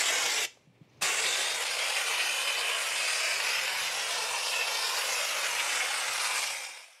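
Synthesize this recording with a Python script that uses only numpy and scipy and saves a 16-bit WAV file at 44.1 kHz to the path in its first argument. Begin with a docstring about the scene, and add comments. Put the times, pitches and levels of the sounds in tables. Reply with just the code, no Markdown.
"""An air spray gun hisses and sputters: turbulent noise split into six bands, each with its own level.
The trigger is let go once and pulled again; changing delays shift the echoes off the near panels.
The gun works inside a van lined with plastic sheet, whose reverberation is built from decaying noise;
a click, soft sine knocks and a faint noise rustle accompany it. Behind, a workshop hums and rumbles.
One small microphone hears it all, and the whole sound is faded out at the end."""
import sys
import numpy as np
from scipy import signal
from scipy.fft import rfft, irfft, next_fast_len
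from scipy.io import wavfile
from scipy.ndimage import uniform_filter1d, map_coordinates

SR = 44100
rng = np.random.default_rng(int(sys.argv[2]) if len(sys.argv) > 2 else 0)


def to_wav(s):
    """Save 16-bit WAV."""
    ch = np.atleast_2d(s).T  # columns
    pcm = np.round(np.clip(ch, -1, 1) * 32767)  # PCM
    wavfile.write(sys.argv[1], SR, pcm.astype(np.int16))


N = 308700
TIME_S = np.arange(N) / SR


def amp(db):
    """Decibels to an amplitude ratio: 20 dB is a factor of ten."""
    return 10 ** (np.asarray(db) / 20)


def unit(x):
    """Normalise to a root-mean-square value of 1."""
    return x / np.sqrt(np.mean(x ** 2) + 1e-20)


def along(points, hz):
    """Interpolate (Hz, value) points on a logarithmic frequency axis."""
    f, v = np.transpose(points)
    return np.interp(np.log(hz + 1), np.log(f + 1), v)


def curves(rows):
    """Interpolate linearly in time: one value per sample for each column after the time."""
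    s, *cols = np.transpose(rows)
    return [np.interp(TIME_S, s, c) for c in cols]


def wobble(rate):
    """Slow random modulation: a smooth curve through random knots, rate of them a second."""
    knots = rng.standard_normal(int(N * rate / SR) + 4)
    return map_coordinates(knots, [np.arange(N) * rate / SR])


def filtered(x, response):
    """Linear filtering: the spectrum of x is multiplied by a response of frequency."""
    m = next_fast_len(N + SR // 2)
    hz = np.fft.rfftfreq(m, 1 / SR)
    return irfft(rfft(x, m) * response(hz), m)[..., :N]


def noise(spectrum):
    """Spectral shaping: white noise is coloured by (Hz, dB) points and brought to rms 1."""
    return unit(filtered(rng.standard_normal(N), lambda hz: amp(along(spectrum, hz))))


def workshop():
    """Superposition of lumpy low noise, a phase-modulated mains hum that breaks up and thin far air noise."""
    # spectrum of the rumble: frequency_hz, density_db
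    rumble_spectrum = [(15, -50), (30, -22), (86, -9), (113, -6), (146, -3.5), (220, -6.5), (340, -9.5),
                       (570, -120)]
    # course of the rumble: time_s, level_db
    rumble_course = [(.4, -71), (.64, -74), (.9, -64), (1.1, -63), (1.3, -65), (1.5, -77), (3.3, -75.5),
                     (3.45, -66), (4.25, -69.5), (4.45, -76), (6.4, -73.5)]
    # spectrum of the far air: frequency_hz, density_db
    air_spectrum = [(200, -3.5), (400, 5), (800, -1), (1150, -4.5), (1500, -9.5), (2300, -3), (4000, -12),
                    (8000, -24), (16000, -31)]
    # course of the far air: time_s, level_db
    air_course = [(.55, -67), (.66, -70), (.8, -67.5), (.88, -67), (1.0, -64)]
    hum_hz, hum_db = 120, -71
    swell_db = .8  # the rumble swells a few times a second

    waver_rad = .7 * wobble(12)
    throb_db = 2 * wobble(8) - 6 * np.abs(wobble(4))
    hum = np.sqrt(2) * np.sin(2 * np.pi * hum_hz * TIME_S + waver_rad) * amp(throb_db)
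    rumble = unit(amp(2.2 * wobble(11)) * noise(rumble_spectrum))
    rumble_db = curves(rumble_course)[0] + swell_db * wobble(3.44)
    air_db = curves(air_course)[0] + .8 * wobble(25)
    return amp(hum_db) * hum + amp(rumble_db) * rumble + amp(air_db) * noise(air_spectrum)


def cabin(x):
    """Reverberation as exponentially decaying noise, each frequency dying at its own speed."""
    # decay of the enclosure: frequency_hz, t60_s
    decay = [(200, 0.27), (2000, 0.21), (6000, 0.29), (12000, 0.11)]
    # the decaying noise is drawn anew twelve times a second and crossfaded, so no fixed colour rings on
    hop = SR // 12
    window = np.sqrt(np.hanning(2 * hop))  # crossfade of equal power
    out = np.zeros(N + 2 * SR)
    for start in range(-hop, N, hop):
        hz, t, z = signal.stft(rng.standard_normal(SR // 2), SR, nperseg=256)
        decay_db = -60 * t / along(decay, hz)[:, None]
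        tail = signal.istft(z * amp(decay_db), SR, nperseg=256)[1]
        first = max(start, 0)
        piece = x[first:start + 2 * hop] * window[max(-start, 0):][:N - first]
        wet = signal.fftconvolve(piece, tail / np.linalg.norm(tail))
        out[first:][:len(wet)] += wet
    return out[:N]


def rustle():
    """Crinkling as randomly modulated noise: the plastic sheet stirs before the trigger is pulled again."""
    # spectrum of the sheet: frequency_hz, density_db
    sheet_spectrum = [(1500, -30), (3500, -3), (6000, 2), (10000, -30)]
    # course of the crinkling: time_s, level_db
    sheet_course = [(.87, -97), (.9, -75), (1.03, -81)]
    return amp(curves(sheet_course)[0] + 3 * wobble(120)) * noise(sheet_spectrum)


def knocks():
    """Modal decay: each soft contact is a dull, short mode with a weaker, quicker one above it."""
    # contacts as the painter shifts: start_s, level_db, pitch_hz, t60_s
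    contacts = [(.235, -52, 135, .14), (.672, -45, 150, .055), (.697, -48, 185, .05), (.772, -59, 410, .09),
                (.807, -44, 300, .025), (.812, -35, 160, .035), (.86, -54, 140, .07), (.895, -55, 300, .06),
                (.972, -49, 140, .07), (1.022, -40, 190, .06), (1.245, -46, 170, .06)]
    out, t = np.zeros(N + SR), np.arange(SR // 5) / SR
    for start_s, level_db, pitch_hz, t60_s in contacts:
        lower = np.sin(2 * np.pi * pitch_hz * t)
        upper = .5 * amp(-40 * t / t60_s) * np.sin(2 * np.pi * 1.32 * pitch_hz * t)
        onset = 1 - np.exp(-t / 0.0035)
        out[round(start_s * SR):][:len(t)] += amp(level_db - 60 * t / t60_s) * onset * (lower + upper)
    # the knocks carry no deep bass
    radiation = signal.butter(N=3, Wn=95, btype="high", fs=SR, output="sos")
    return signal.sosfilt(radiation, out[:N])


def trigger_click():
    """Impact as a short puff of mid-range noise, decaying exponentially: the trigger meets its stop."""
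    # one impact: start_s, level_db, t60_s
    start_s, level_db, t60_s = (.571, -54, .025)
    t = TIME_S - start_s
    tick = noise([(200, -30), (400, 0), (900, -2), (1800, -14), (5000, -40)])  # (Hz, dB)
    onset = np.clip(t / 0.0023, 0, 1)
    return onset * amp(level_db - 60 * np.abs(t) / t60_s) * tick


def patchy(x, depth_db, bins, frames):
    """Turbulent intermittency: eddies brighten now one band, now another, the treble most."""
    hz, _, z = signal.stft(x, SR, nperseg=512)
    field = uniform_filter1d(rng.standard_normal(z.shape), round(bins), 0)
    field = uniform_filter1d(field, round(frames), 1)
    depth = depth_db * np.clip(0.24 + hz / 4000, 0, 1.3)[:, None]
    return signal.istft(z * amp(depth * unit(field)), SR, nperseg=512)[1][:N]


def echo(x, delay_ms):
    """Propagation delay: x heard over a longer path whose length changes."""
    return map_coordinates(x, [np.arange(N) - delay_ms * SR / 1000], mode="mirror")


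def near_echoes(x, count, strength, drift_ms):
    """Comb filtering by interference with delayed copies; the combs slide as the gun moves."""
    # echo paths: time_s, panel_share, panel_delay_ms, wall_delay_ms, floor_delay_ms, cup_delay_ms
    # (the sprayed panel, the side wall, the floor and the paint cup)
    paths = [(0, 0.17, 2.56, 1.04, 0.6, 0.13), (.45, 0.87, 2.99, 1.12, 0.47, 0.15),
             (1.2, 0.29, 2.67, 1.51, 0.48, 0.13), (1.9, .1, 2.23, 1.52, 0.39, 0.076),
             (2.1, 0.28, 2.03, 1.57, 0.46, 0.098), (2.9, 0.17, 1.92, 1.66, 0.41, 0.092),
             (3.3, 0.12, 2.1, 1.65, 0.45, 0.14), (3.75, 0.1, 1.87, 1.29, 0.4, 0.16),
             (4.2, 0.41, 2.195, 1.2, 0.35, 0.23), (4.7, 0.31, 2.24, 1.01, 0.24, 0.18),
             (5.3, 0.3, 1.85, 1.7, 0.16, 0.19), (5.7, 0.45, 2.276, 1.35, 0.042, .15),
             (6.1, 0.4, 2.43, 1.4, 0.12, 0.12), (6.5, 0.26, 2.48, 1.25, 0.34, 0.081)]
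    # mean shares that side wall, floor and cup return: share (one number each)
    mean_returns = [0.13, 0.15, 0.14]
    turning = 0.35  # depth by which the shares swell and shrink as the gun turns

    def steel(hz):
        """Selective reflection: steel faces return mostly the middle of the hiss."""
        hump = 0.13 + 0.61 / (1 + ((hz - 2700) / 1300) ** 2)
        return 1.26 * hump / np.sqrt(1 + (hz / 9000) ** 4)

    middle = filtered(x, steel)
    dull = filtered(x, lambda hz: 1 / np.sqrt(1 + (hz / 5500) ** 6))
    out, energy = x.copy(), 1
    panel_share, *delays = curves(paths)
    # panel and wall are steel, the floor dulls, the cup returns the whole hiss
    for delay_ms, share, sent in zip(delays, [panel_share, *mean_returns], (middle, middle, dull, x)):
        out += share * (1 + turning * wobble(2.91)) * echo(sent, delay_ms)
    # the wrinkled sheet returns many weak, wandering copies of the whole hiss
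    for delay_ms in np.geomspace(1.5, 11, count):
        gain = strength * wobble(7)
        out += gain * echo(x, delay_ms + drift_ms * wobble(5))
        energy = energy + gain ** 2
    return out / np.sqrt(energy)


def stranded(x):
    """Time-varying equalisation: narrow bands stand out or thin as the gun moves among the panels."""
    # one course per strand, low to high: time_s, centre_hz, lift_db
    courses = [
        [(0, 332, 1), (1.4, 350, 0), (2.2, 420, -4), (5.3, 403, -1), (5.75, 410, -10), (6.4, 410, -12)],
        [(0, 790, 3), (.45, 810, 4), (1.2, 690, -0.5), (1.6, 800, 2), (2.25, 1100, 1.5), (3.0, 1120, 2),
         (4.1, 955, 2), (4.9, 990, 5), (5.6, 1300, 1.5), (6.0, 1260, 2), (6.3, 1080, 6), (6.6, 840, 5),
         (7, 840, 4)],
        [(0, 2130, 6), (.45, 2200, 3), (1.05, 2270, 2.5), (1.3, 2130, 3), (1.6, 2170, 3.5), (2.25, 2480, 3.5),
         (2.95, 2560, 1), (3.3, 2420, 2), (4.1, 2390, -3), (4.55, 2620, 5.5), (5.1, 2400, -1.5),
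         (5.55, 2170, 1.5), (6.0, 2230, 0), (6.3, 2230, 5), (6.65, 2210, 7.5), (7, 2300, 4)],
        [(0, 3180, 2.5), (.2, 3150, 6), (.4, 3580, 5.5), (1.05, 3150, -4.5), (1.3, 3620, 5.5),
         (1.55, 3650, 7.5), (1.9, 3100, 2), (2.2, 2880, 6.5), (2.55, 2950, 5), (3.0, 2980, 2), (3.2, 3400, -2),
         (5.45, 3240, -2.5), (6.5, 3020, -5), (7, 2750, 0)],
        [(0, 5200, -5), (.35, 5940, 3.5), (1.2, 5600, -1), (2.7, 5900, -2.5), (3.1, 4970, 4.5), (3.4, 5030, 6),
         (3.8, 5440, 2), (4.5, 6030, 2), (5.1, 5400, 5.5), (5.5, 5700, -1.5), (6.4, 5400, 2.5),
         (6.8, 5300, 5.5)],
        [(0, 7430, 3), (1.2, 7400, 5), (2.25, 7460, -5.5), (3.1, 7500, 1.5), (4.7, 7600, 0), (5.1, 7000, 5.5),
         (5.8, 7140, -3.5), (6.4, 7100, 0.5), (7, 7300, -1)],
        [(0, 8800, -5), (1.1, 8900, 2), (1.7, 9200, 3), (2.4, 8940, 0.5), (3.1, 8700, 4.5), (3.6, 8600, -2.5),
         (4.4, 9000, -0.5), (5.2, 8600, -2.5), (6.3, 8400, 3.5), (7, 9050, 2)],
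    ]
    # spread of each strand about its centre: standard_deviation_hz
    spreads = [50, 149, 140, 120, 400, 403, 400]
    hz, t, z = signal.stft(x, SR, nperseg=1024)
    lift_db = 0
    for rows, spread_hz in zip(courses, spreads):
        s, centre, db = np.transpose(rows)
        offset = (hz[:, None] - np.interp(t, s, centre)) / spread_hz
        lift_db = lift_db + np.interp(t, s, db) * np.exp(-.5 * offset ** 2)
    return signal.istft(z * amp(lift_db), SR, nperseg=1024)[1][:N]


def spray_gun():
    """Turbulent jet noise: air leaves the nozzle as broadband hiss and paint slugs make the flow sputter."""
    # core and treble balance: time_s, core_level_db, lean_db (up favours the sizzle, down the top)
    jet_course = [(0, -29, 13.5), (.2, -30, 8), (.44, -30.5, -1), (1.03, -31.5, -1), (1.2, -32.5, -1),
                  (1.5, -37.5, -2), (1.95, -38, 0), (2.24, -35, -9), (2.76, -36, -1), (3.1, -33, 4),
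                  (3.54, -32.5, -11), (4.06, -34.5, 0), (4.32, -36.5, 1.5), (4.84, -33, -5.5),
                  (5.1, -33, -4), (5.36, -33, -6), (5.65, -34, 10), (6.14, -34.5, -2.5), (6.4, -35, 6.5),
                  (7, -31.5, 7.5)]
    # bands in the order core, body, roar, hiss, sizzle, top: from_hz, to_hz
    bands = [(1600, 3600), (0, 410), (410, 1600), (3600, 7000), (7000, 10000), (10000, 20000)]
    # spectrum of the nozzle: frequency_hz, density_db
    nozzle_spectrum = [(120, -60), (200, -30.5), (316, -21), (509, -5.5), (949, -4.5), (1770, -7),
                       (2600, -2.5), (3300, -7.5), (4200, -10), (5000, -7.5), (9000, -15), (10000, -20.5),
                       (10800, -20), (14300, -35.5), (16000, -44)]
    # valve opening: time_s, flow_db
    valve_course = [(.452, -5), (.468, -30), (.5, -38), (.56, -44), (.64, -51), (1.006, -70), (1.012, -16),
                    (1.024, 3), (1.07, -1.5)]
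    # short surges of the core as slugs of paint pass: centre_s, rise_db
    slugs = [(0.095, 5.5), (1.255, 4), (1.975, 7.5), (2.204, 5.5), (2.49, 3), (4.538, 6.5), (4.62, 4.5),
             (5.603, 5.5), (5.812, 3.5)]
    # courses of body, roar, hiss and top: time_s, level_db
    body_course = [(.44, -47), (1.2, -50), (1.75, -60), (4.9, -61), (5.4, -57), (5.9, -57.5), (7, -55)]
    roar_course = [(0, -35.5), (1.5, -39.5), (6.3, -41), (6.55, -40.5), (7, -40)]
    hiss_course = [(.3, -32), (1.1, -36), (2.5, -36), (2.9, -40.5), (4.5, -39.5), (5.1, -39.5), (5.5, -40),
                   (7, -36)]
    top_course = [(0, -35.5), (1.1, -41.5), (1.5, -47), (2.1, -44.5), (3.1, -45), (4.7, -45.5),
                  (5.0, -41.5), (5.7, -44.5), (6.4, -44), (7, -40.5)]
    sizzle_db = -48  # before the lean is added
    top_leans = 0.22  # dB the top loses for each dB the sizzle gains
    drift_db = 0.5  # every band also drifts by itself
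    surge_s = 0.013  # time from the peak of a surge until its rise in dB falls to 1/e

    sputter = amp(0.17 * wobble(10) + 0.23 * wobble(21.9) + 0.97 * wobble(150))
    air = patchy(sputter * rng.standard_normal(N), depth_db=1.44, bins=9, frames=10)
    heard = near_echoes(air, count=12, strength=0.11, drift_ms=0.036)

    core_db, lean_db = curves(jet_course)
    surge_db = sum(db * np.exp(-((TIME_S - s) / surge_s) ** 2) for s, db in slugs)
    body_db, roar_db, hiss_db, top_db = [
        curves(rows)[0] for rows in (body_course, roar_course, hiss_course, top_course)]
    levels = [core_db + surge_db, body_db, roar_db, hiss_db,
              sizzle_db + lean_db, top_db - top_leans * lean_db]
    jet = 0
    for (lo, hi), level_db in zip(bands, levels):
        def band(hz):
            """Band-pass filtering of the nozzle spectrum."""
            edges = (1 + (lo / (hz + 1)) ** 12) * (1 + (hz / hi) ** 12)
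            return amp(along(nozzle_spectrum, hz)) / np.sqrt(edges)

        gain = amp(level_db + drift_db * wobble(4.155))
        jet = jet + gain * unit(filtered(heard, band))
    return stranded(jet) * amp(curves(valve_course)[0])


def scene():
    """Superposition of the near sources, their reverberation and the workshop, alike in both channels."""
    near = spray_gun() + trigger_click() + knocks() + rustle()
    mono = near + amp(-13.5) * cabin(near) + workshop()
    return np.array([mono, mono])


def record(dry):
    """Band limiting: the microphone drops deep bass, the end is faded and the highest treble removed."""
    top_hz = 15750
    fade_s, fade_db, fade_bend = 6.376, 33, 1.26  # start, depth at the end, curvature
    bass_cut = signal.butter(N=2, Wn=64, btype="high", fs=SR, output="sos")
    thin = signal.sosfilt(bass_cut, dry)
    gone = np.clip((TIME_S - fade_s) / (N / SR - fade_s), 0, 1)
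    return filtered(thin * amp(-fade_db * gone ** fade_bend), lambda hz: hz < top_hz)


dry = scene()
out = record(dry)
to_wav(out)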